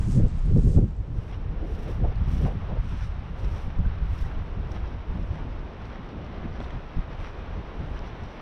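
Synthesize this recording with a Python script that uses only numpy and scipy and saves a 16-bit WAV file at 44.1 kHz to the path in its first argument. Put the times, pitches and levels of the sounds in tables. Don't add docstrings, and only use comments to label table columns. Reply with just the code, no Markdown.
import sys
import numpy as np
from scipy.fft import rfft, irfft, next_fast_len
from scipy.io import wavfile
from scipy.ndimage import uniform_filter1d, map_coordinates

SR = 44100
rng = np.random.default_rng(int(sys.argv[2]) if len(sys.argv) > 2 else 0)


def log_audio(samples):
    frames = np.atleast_2d(samples).T
    limited = np.clip(frames, -1, 1)
    pcm = np.round(limited * 32767).astype(np.int16)
    wavfile.write(sys.argv[1], SR, pcm)


N = 370881

# landing_s, roll_s, relative_level_db, heel_to_toe_growth_db, fine_grit_lift_db
FOOTFALLS = [(1.171, .14, -77, 1.5, 0), (1.677, 0.24, -72.5, 3.5, 5.5), (2.3, .18, -70, -2, 5),
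             (2.86, .2, -72, 2, -3), (3.39, .24, -74, 3, 3), (4.106, .14, -72, 3.5, 5.5),
             (4.722, .036, -77, -1, 3), (5.156, .22, -82, 0, -3), (5.862, .023, -84, 0, -1),
             (6.605, .045, -79.5, 0, -4), (7.205, .07, -78.5, 1, -2), (7.892, .08, -83, -6, 2),
             (8.215, .24, -88, 3, 0)]
# time_s, relative_level_db, low_body_lift_db
OPEN_AIR = [(0, -52, -1), (.2, -53, -5), (.65, -56, 0.5), (.95, -60, 3.5), (1.15, -58.5, 6.5),
            (1.35, -54, 2.5), (1.8, -51, 4), (2.2, -49.5, -10.5), (2.5, -50, -1), (2.85, -49, -16),
            (3.25, -50, -5), (3.5, -49.5, -1.5), (4.05, -49.5, -7), (4.3, -49.5, -.5), (4.75, -49.5, -1.5),
            (5.7, -50, 0.5), (6.55, -48, -1), (7, -49, -2), (7.7, -48, 0), (8.41, -47.5, -3)]


def amp(db):
    return 10 ** (np.asarray(db) / 20)


def unit(x):
    return x / np.sqrt(np.mean(x ** 2) + 1e-20)


def clock():
    return np.arange(N) / SR


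def bell(t, peak_s, half_s):
    return np.exp(-.5 * ((t - peak_s) / half_s) ** 2)


def curves(rows):
    times, *columns = np.transpose(rows)
    return [np.interp(clock(), times, column) for column in columns]


def wobble(rate):
    return map_coordinates(rng.standard_normal(int(N * rate / SR) + 4), [clock() * rate])


def filtered(x, response):
    size = next_fast_len(N + 8192)
    return irfft(rfft(x, size) * response(np.fft.rfftfreq(size, 1 / SR)), size)[:N]


def coloured(x, spectrum):
    points_hz, db = np.transpose(spectrum)
    return unit(filtered(x, lambda hz: amp(np.interp(np.log(hz + 1), np.log(points_hz), db))))


def eddies(spectrum, span_s):
    pressure = coloured(rng.standard_normal(N), spectrum)
    width = max(int(span_s * SR), 64)
    power = uniform_filter1d(uniform_filter1d(pressure ** 2, width), width)
    return unit(pressure / np.sqrt(np.abs(power) + .02))


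def grains(per_second, spread_db):
    hits = rng.random(N) < per_second / SR
    size = np.minimum(rng.exponential(size=N), 3)
    return unit(hits * rng.choice([-1, 1], N) * amp(spread_db * size))


def burst(source, peak_s, db, half_s, centre_hz, sharpness):
    size = next_fast_len(int(8 * max(half_s, .002) * SR) + 2048)
    start = int(np.clip(round(peak_s * SR) - size // 2, 0, N - size))
    hz = np.fft.rfftfreq(size, 1 / SR) + 1
    band = 1 / (1 + (sharpness * (hz / centre_hz - centre_hz / hz)) ** 2 / 2) ** 2
    puff = unit(irfft(rfft(source[start:start + size]) * band, size))
    swell = bell((start + np.arange(size)) / SR, peak_s, half_s)
    return np.pad(amp(db) * swell * puff, (start, N - size - start))


def buffeting():
    # time_s, relative_level_db
    wind_strength = [(0, -24), (.25, -28.5), (.35, -27.5), (.52, -21.5), (.8, -27), (.92, -32.5),
                     (1.35, -30.5), (1.85, -32.5), (2.03, -26), (2.42, -23.5), (2.63, -30.5), (3.25, -34),
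                     (4.6, -32.5), (5.3, -33), (5.88, -37.5), (6.65, -36), (7.1, -38), (7.95, -34),
                     (8.41, -42.5)]
    # time_s, half_length_s, depth_db
    lulls = [(1.066, 0.023, 6.5), (1.277, 0.051, 6.5), (2.67, 0.013, 2.5), (3.246, 0.032, 1),
             (3.608, .02, 0.5), (5.043, 0.017, 8), (5.496, 0.031, 3), (5.724, 0.043, 3.5),
             (5.936, 0.026, 3), (6.133, 0.042, 7.5), (6.37, 0.032, 3), (6.865, 0.057, 4.5),
             (7.325, 0.035, 3.5), (7.65, 0.044, 3.5), (8.34, .04, 5)]
    # peak_s, half_length_s, heave_db, flutter_db, fine_share (0-1)
    buffets = [(0.091, 0.018, -37, -22.5, 0.24), (0.18, 0.026, -24.5, -16.5, 0.35),
               (0.239, 0.027, -18, -22.5, 0.42), (0.565, 0.024, -26, -15, 0.11),
               (0.675, 0.031, -21.5, -19, 0.21), (0.778, 0.021, -13.5, -17, 0.63),
               (0.84, 0.013, -32, -18.5, 0.48), (1.003, 0.016, -24.5, -33, 0.08),
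               (1.115, 0.025, -42, -32, 0.18), (1.178, 0.018, -28, -28, 0.1), (2.03, 0.031, -24, -30, 0.77),
               (2.224, .019, -23, -30, 0.5), (2.356, 0.032, -28, -32.5, 0.74), (2.45, 0.016, -25, -21, 1),
               (2.745, .019, -40, -29.5, 0.26), (2.796, 0.012, -23, -43, .2),
               (2.939, 0.017, -31, -33, 0.95), (3.051, 0.024, -23, -53, .2), (3.474, 0.047, -25, -43, 0.15),
               (3.675, 0.016, -24, -32.5, 0.4), (3.799, 0.017, -20, -27, .35), (3.86, 0.017, -20, -30, .2),
               (3.913, .012, -24, -37, 0.07), (4.037, 0.019, -23, -45, .2), (4.122, 0.019, -23.5, -39, .2),
               (4.235, 0.02, -23.5, -40, 0), (4.397, .022, -24.5, -49, .2), (4.59, 0.014, -25.5, -44, .2),
               (4.83, 0.016, -30, -54, 0.05), (5.107, 0.012, -27, -34, 0.24), (5.16, 0.013, -34, -33, 0.8),
               (5.217, 0.011, -31, -35.5, .6), (5.31, 0.0073, -23.5, -51, .1),
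               (6.451, 0.011, -39, -30, 0.92), (6.757, 0.02, -32.5, -34, 0.72),
               (6.981, 0.016, -21, -31, 0.87), (7.214, 0.02, -29, -43, .3), (7.585, 0.013, -46, -36.5, 1),
               (7.811, 0.0086, -31, -31, 0.3), (8.24, 0.023, -32, -39, 0.7)]
    # frequency_hz, gain_db
    heave_eq = [(10, -10), (22, 4.5), (45, 4.5), (80, 0.5), (115, -7), (160, -19), (300, -57.5),
                (800, -79.5), (16000, -130)]
    # frequency_hz, gain_db
    flutter_eq = [(60, -9.5), (110, -5.5), (150, 2.5), (205, -6), (280, -15.5), (450, -29.5), (900, -58),
                  (3000, -83), (16000, -120)]
    t = clock()
    dips_db = sum(depth_db * bell(t, s, half_s) for s, half_s, depth_db in lulls)
    wind_db = curves(wind_strength)[0] + 1.36 * wobble(12) - dips_db
    heave_power = amp(wind_db + 1 + 1.2 * wobble(22)) ** 2
    flutter_gain = amp(wind_db - 9.5 + 3.73 * wobble(24))
    flutter_gain *= amp(-2.5 * np.maximum(wobble(9), 0))
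    coarse_power, fine_power = np.zeros((2, N))
    for s, half_s, heave_db, flutter_db, fine_share in buffets:
        near = slice(max(int((s - 4 * half_s) * SR), 0), int((s + 4 * half_s) * SR))
        swell = bell(t[near], s, half_s) ** 2
        heave_power[near] += amp(heave_db) ** 2 * swell
        coarse_power[near] += (1 - fine_share) * amp(flutter_db) ** 2 * swell
        fine_power[near] += fine_share * amp(flutter_db) ** 2 * swell
    thumps = np.zeros(N)
    for power, pitch_ratio in [(coarse_power, .77), (fine_power, 1.112)]:
        thump_eq = [(hz * pitch_ratio, db) for hz, db in flutter_eq]
        thumps += np.sqrt(power) * eddies(thump_eq, span_s=.028)
    heave = np.sqrt(heave_power) * eddies(heave_eq, span_s=.1)
    flutter = flutter_gain * eddies(flutter_eq, span_s=.047)
    return heave + flutter + thumps


def wind_puffs_and_hum():
    # peak_s, level_db, half_length_s, centre_hz
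    swells = [(0.179, -36.5, 0.026, 378), (0.204, -31.5, 0.0027, 517), (0.253, -34, 0.017, 407),
              (0.51, -38.5, 0.016, 375), (0.56, -38, .003, 470), (0.576, -30, 0.013, 370),
              (0.692, -38.5, 0.068, 350), (0.776, -35.5, 0.0038, 680), (0.788, -22, 0.0063, 360),
              (0.826, -38, 0.014, 423), (1.641, -37, 0.012, 453), (1.704, -44, 0.016, 380),
              (1.89, -39.5, 0.023, 480), (2.017, -35.5, 0.021, 388), (2.048, -33, 0.0054, 616),
              (2.076, -40.5, 0.025, 624), (2.125, -45, .004, 620), (2.43, -41, 0.019, 470),
              (2.477, -35.5, 0.018, 706), (2.518, -43, 0.007, 620), (2.643, -44, .014, 680),
              (2.711, -39, 0.022, 645), (2.767, -44.5, 0.017, 580), (3.443, -45, 0.025, 500),
              (6.198, -45, 0.3, 180)]
    dull_eq = [(200, 3), (400, .5), (750, -9), (1200, -14), (2500, -13.5)]
    ragged = amp(1.8 * wobble(120))
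    flow = ragged * coloured(rng.standard_normal(N), dull_eq)
    return sum(burst(flow, *swell, sharpness=1.05) for swell in swells)


def tread():
    land_db_per_s, lift_db_per_s = 231.5, 189
    trickle_db, trickle_db_per_s = -9.5, 45.5
    t = clock()
    level = amp(-87.5)
    for s, roll_s, db, growth_db, _ in FOOTFALLS:
        attack_db = -land_db_per_s * np.maximum(s - t, 0)
        push_db = growth_db * (np.clip((t - s) / roll_s, 0, 1) - .5)
        lifted_s = np.maximum(t - s - roll_s, 0)
        release_db = np.maximum(-lift_db_per_s * lifted_s, trickle_db - trickle_db_per_s * lifted_s)
        level = np.hypot(level, amp(db + attack_db + push_db + release_db))
    return 20 * np.log10(level)


def footsteps():
    # frequency_hz, gain_db
    gravel_eq = [(900, -5.5), (2800, 13), (4700, 4), (5700, 10), (6800, -4), (9200, -2.5), (10300, -11),
                 (12300, -10), (13500, -13.5), (16000, -19.5)]
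    snap_eq = [(1500, -14), (3500, 0), (6000, 0), (9000, -7), (13000, -16), (16000, -26)]
    fine_grit_hz = 11000
    tread_db = tread() + .9 * wobble(22)
    weight = np.clip((tread_db + 78) / 8, 0, 1)
    clumps = amp((1 + 1.2 * weight) * wobble(70))
    crunch = amp(tread_db + 11) * clumps * coloured(grains(per_second=8200, spread_db=2.5), gravel_eq)
    snaps = amp(tread_db - 8.5) * weight * coloured(grains(per_second=70, spread_db=3), snap_eq)
    fine_grit = filtered(crunch, lambda hz: 1 / (1 + (fine_grit_hz / (hz + 1)) ** 12))
    bright_db, = curves([(s + roll_s / 2, lift_db) for s, roll_s, _, _, lift_db in FOOTFALLS])
    return crunch + snaps + (amp(bright_db) - 1) * fine_grit


def pebble_clicks():
    # start_s, ring_db, pitch_hz, t60_s, crack_db
    knocks = [(.274, -52, 8250, .007, -65), (.283, -47, 7460, .007, -60), (.377, -56, 8900, .007, -65),
              (.394, -48, 7100, .008, -63), (.458, -51, 8700, .01, -63), (.576, -54, 5600, .006, -55),
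              (.909, -59, 7500, .008, -67), (.967, -60, 7800, .008, -71), (2.158, -46, 4200, .009, -55),
              (2.184, -50, 4800, .008, -63), (2.4505, -33, 1600, .008, -40.5),
              (3.442, -38, 2000, .008, -46), (3.448, -46, 5400, .009, -56), (4.189, -45, 5300, 0.02, -58),
              (4.315, -37, 1650, .009, -42), (4.718, -43, 5500, .012, -54), (4.749, -38, 2000, .01, -43),
              (4.764, -44, 3000, .008, -49), (4.876, -47, 5530, .009, -66), (4.906, -65, 9200, .008, -76),
              (5.2285, -49, 5200, .008, -64), (5.342, -51, 4600, .008, -64), (5.357, -64, 7600, .008, -75),
              (5.528, -50, 4900, .008, -68), (5.592, -53, 5400, .008, -65), (5.735, -51, 5200, .008, -66),
              (5.854, -52, 5600, .008, -58), (5.855, -44, 2800, .008, -51), (5.901, -42, 2600, .008, -50),
              (5.9575, -36, 1900, .011, -46), (6.09, -52, 5400, .008, -65), (6.247, -50, 5500, .008, -66),
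              (6.38, -46, 3900, .009, -59), (6.528, -50, 4800, .008, -64), (6.6033, -25.5, 614, 0.022, -35),
              (6.604, -35, 3500, .0078, -41), (6.6135, -33, 1750, .008, -40), (6.626, -59, 8000, .008, -68),
              (6.642, -38, 3600, .008, -50), (6.6455, -39, 3600, .008, -53), (6.662, -38, 1800, .009, -44),
              (6.705, -34, 1710, 0.0087, -42), (6.707, -39, 3400, .006, -47),
              (6.7405, -51, 4600, .008, -64), (7.1315, -50, 4600, .008, -62), (7.202, -38, 2600, .008, -46),
              (7.21, -57, 9200, .012, -70), (7.247, -38, 2000, .011, -45), (7.265, -44, 2400, .011, -45),
              (7.275, -38, 1700, .01, -46), (7.391, -51, 5600, .008, -62), (7.992, -38, 5360, .0044, -53),
              (8.237, -48, 5600, .008, -62)]
    # frequency_hz, gain_db
    crack_eq = [(500, 7), (4000, 2.5), (6000, -3.5), (7000, -9.5), (9200, -7), (10500, -18.5), (12500, -15),
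                (16000, -33)]
    modes = [(.45, .4), (.74, .34), (1, .9), (1.14, .15)]
    crack_half_s, attack_s = .00043, .00032
    top_hz = 10500
    t = np.arange(SR // 10) / SR
    rings, cracks = np.zeros(N + SR), np.zeros(N)
    noise = coloured(rng.standard_normal(N), crack_eq)
    for s, ring_db, pitch_hz, t60_s, crack_db in knocks:
        cracks += burst(noise, s + crack_half_s, crack_db, crack_half_s, pitch_hz, sharpness=.81)
        ring = sum(gain * np.sin(2 * np.pi * (pitch_hz * ratio * t + rng.random()))
                   for ratio, gain in modes)
        envelope = amp(ring_db - 60 * t / t60_s) * (1 - np.exp(-t / attack_s))
        start = round(s * SR)
        rings[start:start + len(t)] += envelope * ring
    return filtered(rings[:N], lambda hz: 1 / (1 + (hz / top_hz) ** 12)) + cracks


def stone_scrapes():
    # peak_s, level_db, half_length_s, centre_hz
    slips = [(1.331, -51.5, 0.025, 2430), (1.875, -57, 0.027, 3200), (2.46, -46, 0.028, 1790),
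             (2.93, -54, .03, 2500), (3.02, -49, 0.021, 3200), (3.445, -55, .012, 3600),
             (3.568, -50, .028, 2800), (3.72, -55, .04, 2300), (4.216, -55, .03, 2400),
             (4.719, -52, .003, 6500), (4.76, -47, .016, 2300), (4.87, -62, .04, 3200),
             (5.368, -47.5, 0.028, 1750), (5.93, -52, .038, 1900), (6.557, -54, .02, 2800),
             (6.64, -54, .05, 2200), (7.258, -47.5, .032, 2300), (7.975, -61, .018, 4800),
             (8.08, -60, .025, 4800), (8.28, -63, .06, 4500)]
    # frequency_hz, gain_db
    stone_eq = [(300, 31), (3800, -4), (4700, -10.5), (5800, -0.5), (6700, -26), (9000, -25.5),
                (11000, -27), (16000, -35.5)]
    judder = amp(2 * wobble(180))
    rasp = unit(judder * coloured(grains(per_second=1200, spread_db=3.5), stone_eq))
    return sum(burst(rasp, *slip, sharpness=.4) for slip in slips)


def stone_squeaks():
    # peak_s, level_db, half_length_s, pitch_hz
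    chirps = [(1.332, -57, .006, 3250), (1.346, -53, .006, 2850), (2.43, -56, .008, 3250),
              (3.855, -43, .004, 1550), (4.239, -50, .004, 1620), (4.253, -46, 0.0044, 1920),
              (4.313, -48, .004, 1620), (7.977, -51, 0.0037, 3000)]
    rise_octaves_per_s = 9
    t, squeaks = clock(), np.zeros(N)
    tremble = 1 + .029 * wobble(700)
    for s, db, half_s, hz in chirps:
        near = np.abs(t - s) < .05
        pitch_hz = hz * 2 ** (rise_octaves_per_s * (t[near] - s)) * tremble[near]
        tone = np.sin(2 * np.pi * np.cumsum(pitch_hz) / SR)
        squeaks[near] += amp(db) * bell(t[near], s, half_s) * tone
    return squeaks


def sand_scuffs():
    # peak_s, level_db, rise_db_per_s, fall_db_per_s
    scuffs = [(.005, -58.5, 97, 142), (0.138, -53.5, 168, 227), (.615, -63.5, 200, 120),
              (.725, -59, 110, 230)]
    # frequency_hz, gain_db
    scuff_eq = [(800, -14), (2000, -8.5), (4500, -3.5), (6500, 0), (8300, -1), (9500, -6), (11000, -15),
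                (13000, -18), (16000, -52)]
    # frequency_hz, gain_db
    trickle_eq = [(800, -8), (2500, 0), (4500, 2), (8300, -3.5), (9500, -15), (11000, -23.5), (16000, -48)]
    hold_s = .027
    fade_start_s, fade_db_per_s = .72, 40
    t = clock()
    trickle_db = -64 - fade_db_per_s * np.maximum(t - fade_start_s, 0)
    trickle = amp(trickle_db) * coloured(grains(per_second=8700, spread_db=6), trickle_eq)
    level = np.zeros(N)
    for s, db, rise, fall in scuffs:
        attack_db = -rise * np.maximum(s - hold_s - t, 0)
        release_db = -fall * np.maximum(t - s - hold_s, 0)
        level = np.hypot(level, amp(db + attack_db + release_db))
    uneven = amp(.6 * wobble(36))
    slide = level * coloured(grains(per_second=11000, spread_db=5.5), scuff_eq)
    return uneven * (trickle + slide)


def stone_grind():
    rub_eq = [(600, -12.5), (1500, 3), (3300, -4.5), (4600, -14), (6500, -26), (12000, -52)]
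    firm_step_db = -70
    grind_db = -62 + .77 * (tread() - firm_step_db)
    return amp(grind_db) * coloured(grains(per_second=820, spread_db=2), rub_eq)


def grit_ticks():
    tick_eq = [(1500, -16.5), (3500, 7), (5800, 3.5), (6800, -15.5), (9500, -25), (12000, -38)]
    rush_db, _ = curves(OPEN_AIR)
    return amp(rush_db - 24.5) * coloured(grains(per_second=120, spread_db=2.3), tick_eq)


def air_rush():
    # frequency_hz, gain_db
    rush_eq = [(60, -6), (250, 5.5), (420, 3.5), (700, -0.5), (1100, -3), (1900, -10.5), (2900, -15),
               (3800, -20.5), (4600, -29), (5800, -30), (6400, -41.5), (7000, -49), (10000, -59),
               (16000, -58)]
    crossover_hz = 650
    rush_db, body_db = curves(OPEN_AIR)
    rush = coloured(rng.standard_normal(N), rush_eq)
    lows = filtered(rush, lambda hz: 1 / (1 + (hz / crossover_hz) ** 4))
    body = amp(body_db + .86 * wobble(14)) * lows
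    hiss = amp(.91 * wobble(25)) * (rush - lows)
    return amp(rush_db + 6) * (body + hiss)


def scene():
    wind = buffeting() + wind_puffs_and_hum() + air_rush()
    feet = sand_scuffs() + footsteps()
    stones = stone_scrapes() + stone_grind() + grit_ticks() + pebble_clicks() + stone_squeaks()
    return (wind + feet + stones)[None]


def record(dry):
    top_hz = 15750
    return filtered(dry[0], lambda hz: hz < top_hz)[None]


dry = scene()
out = record(dry)
log_audio(out)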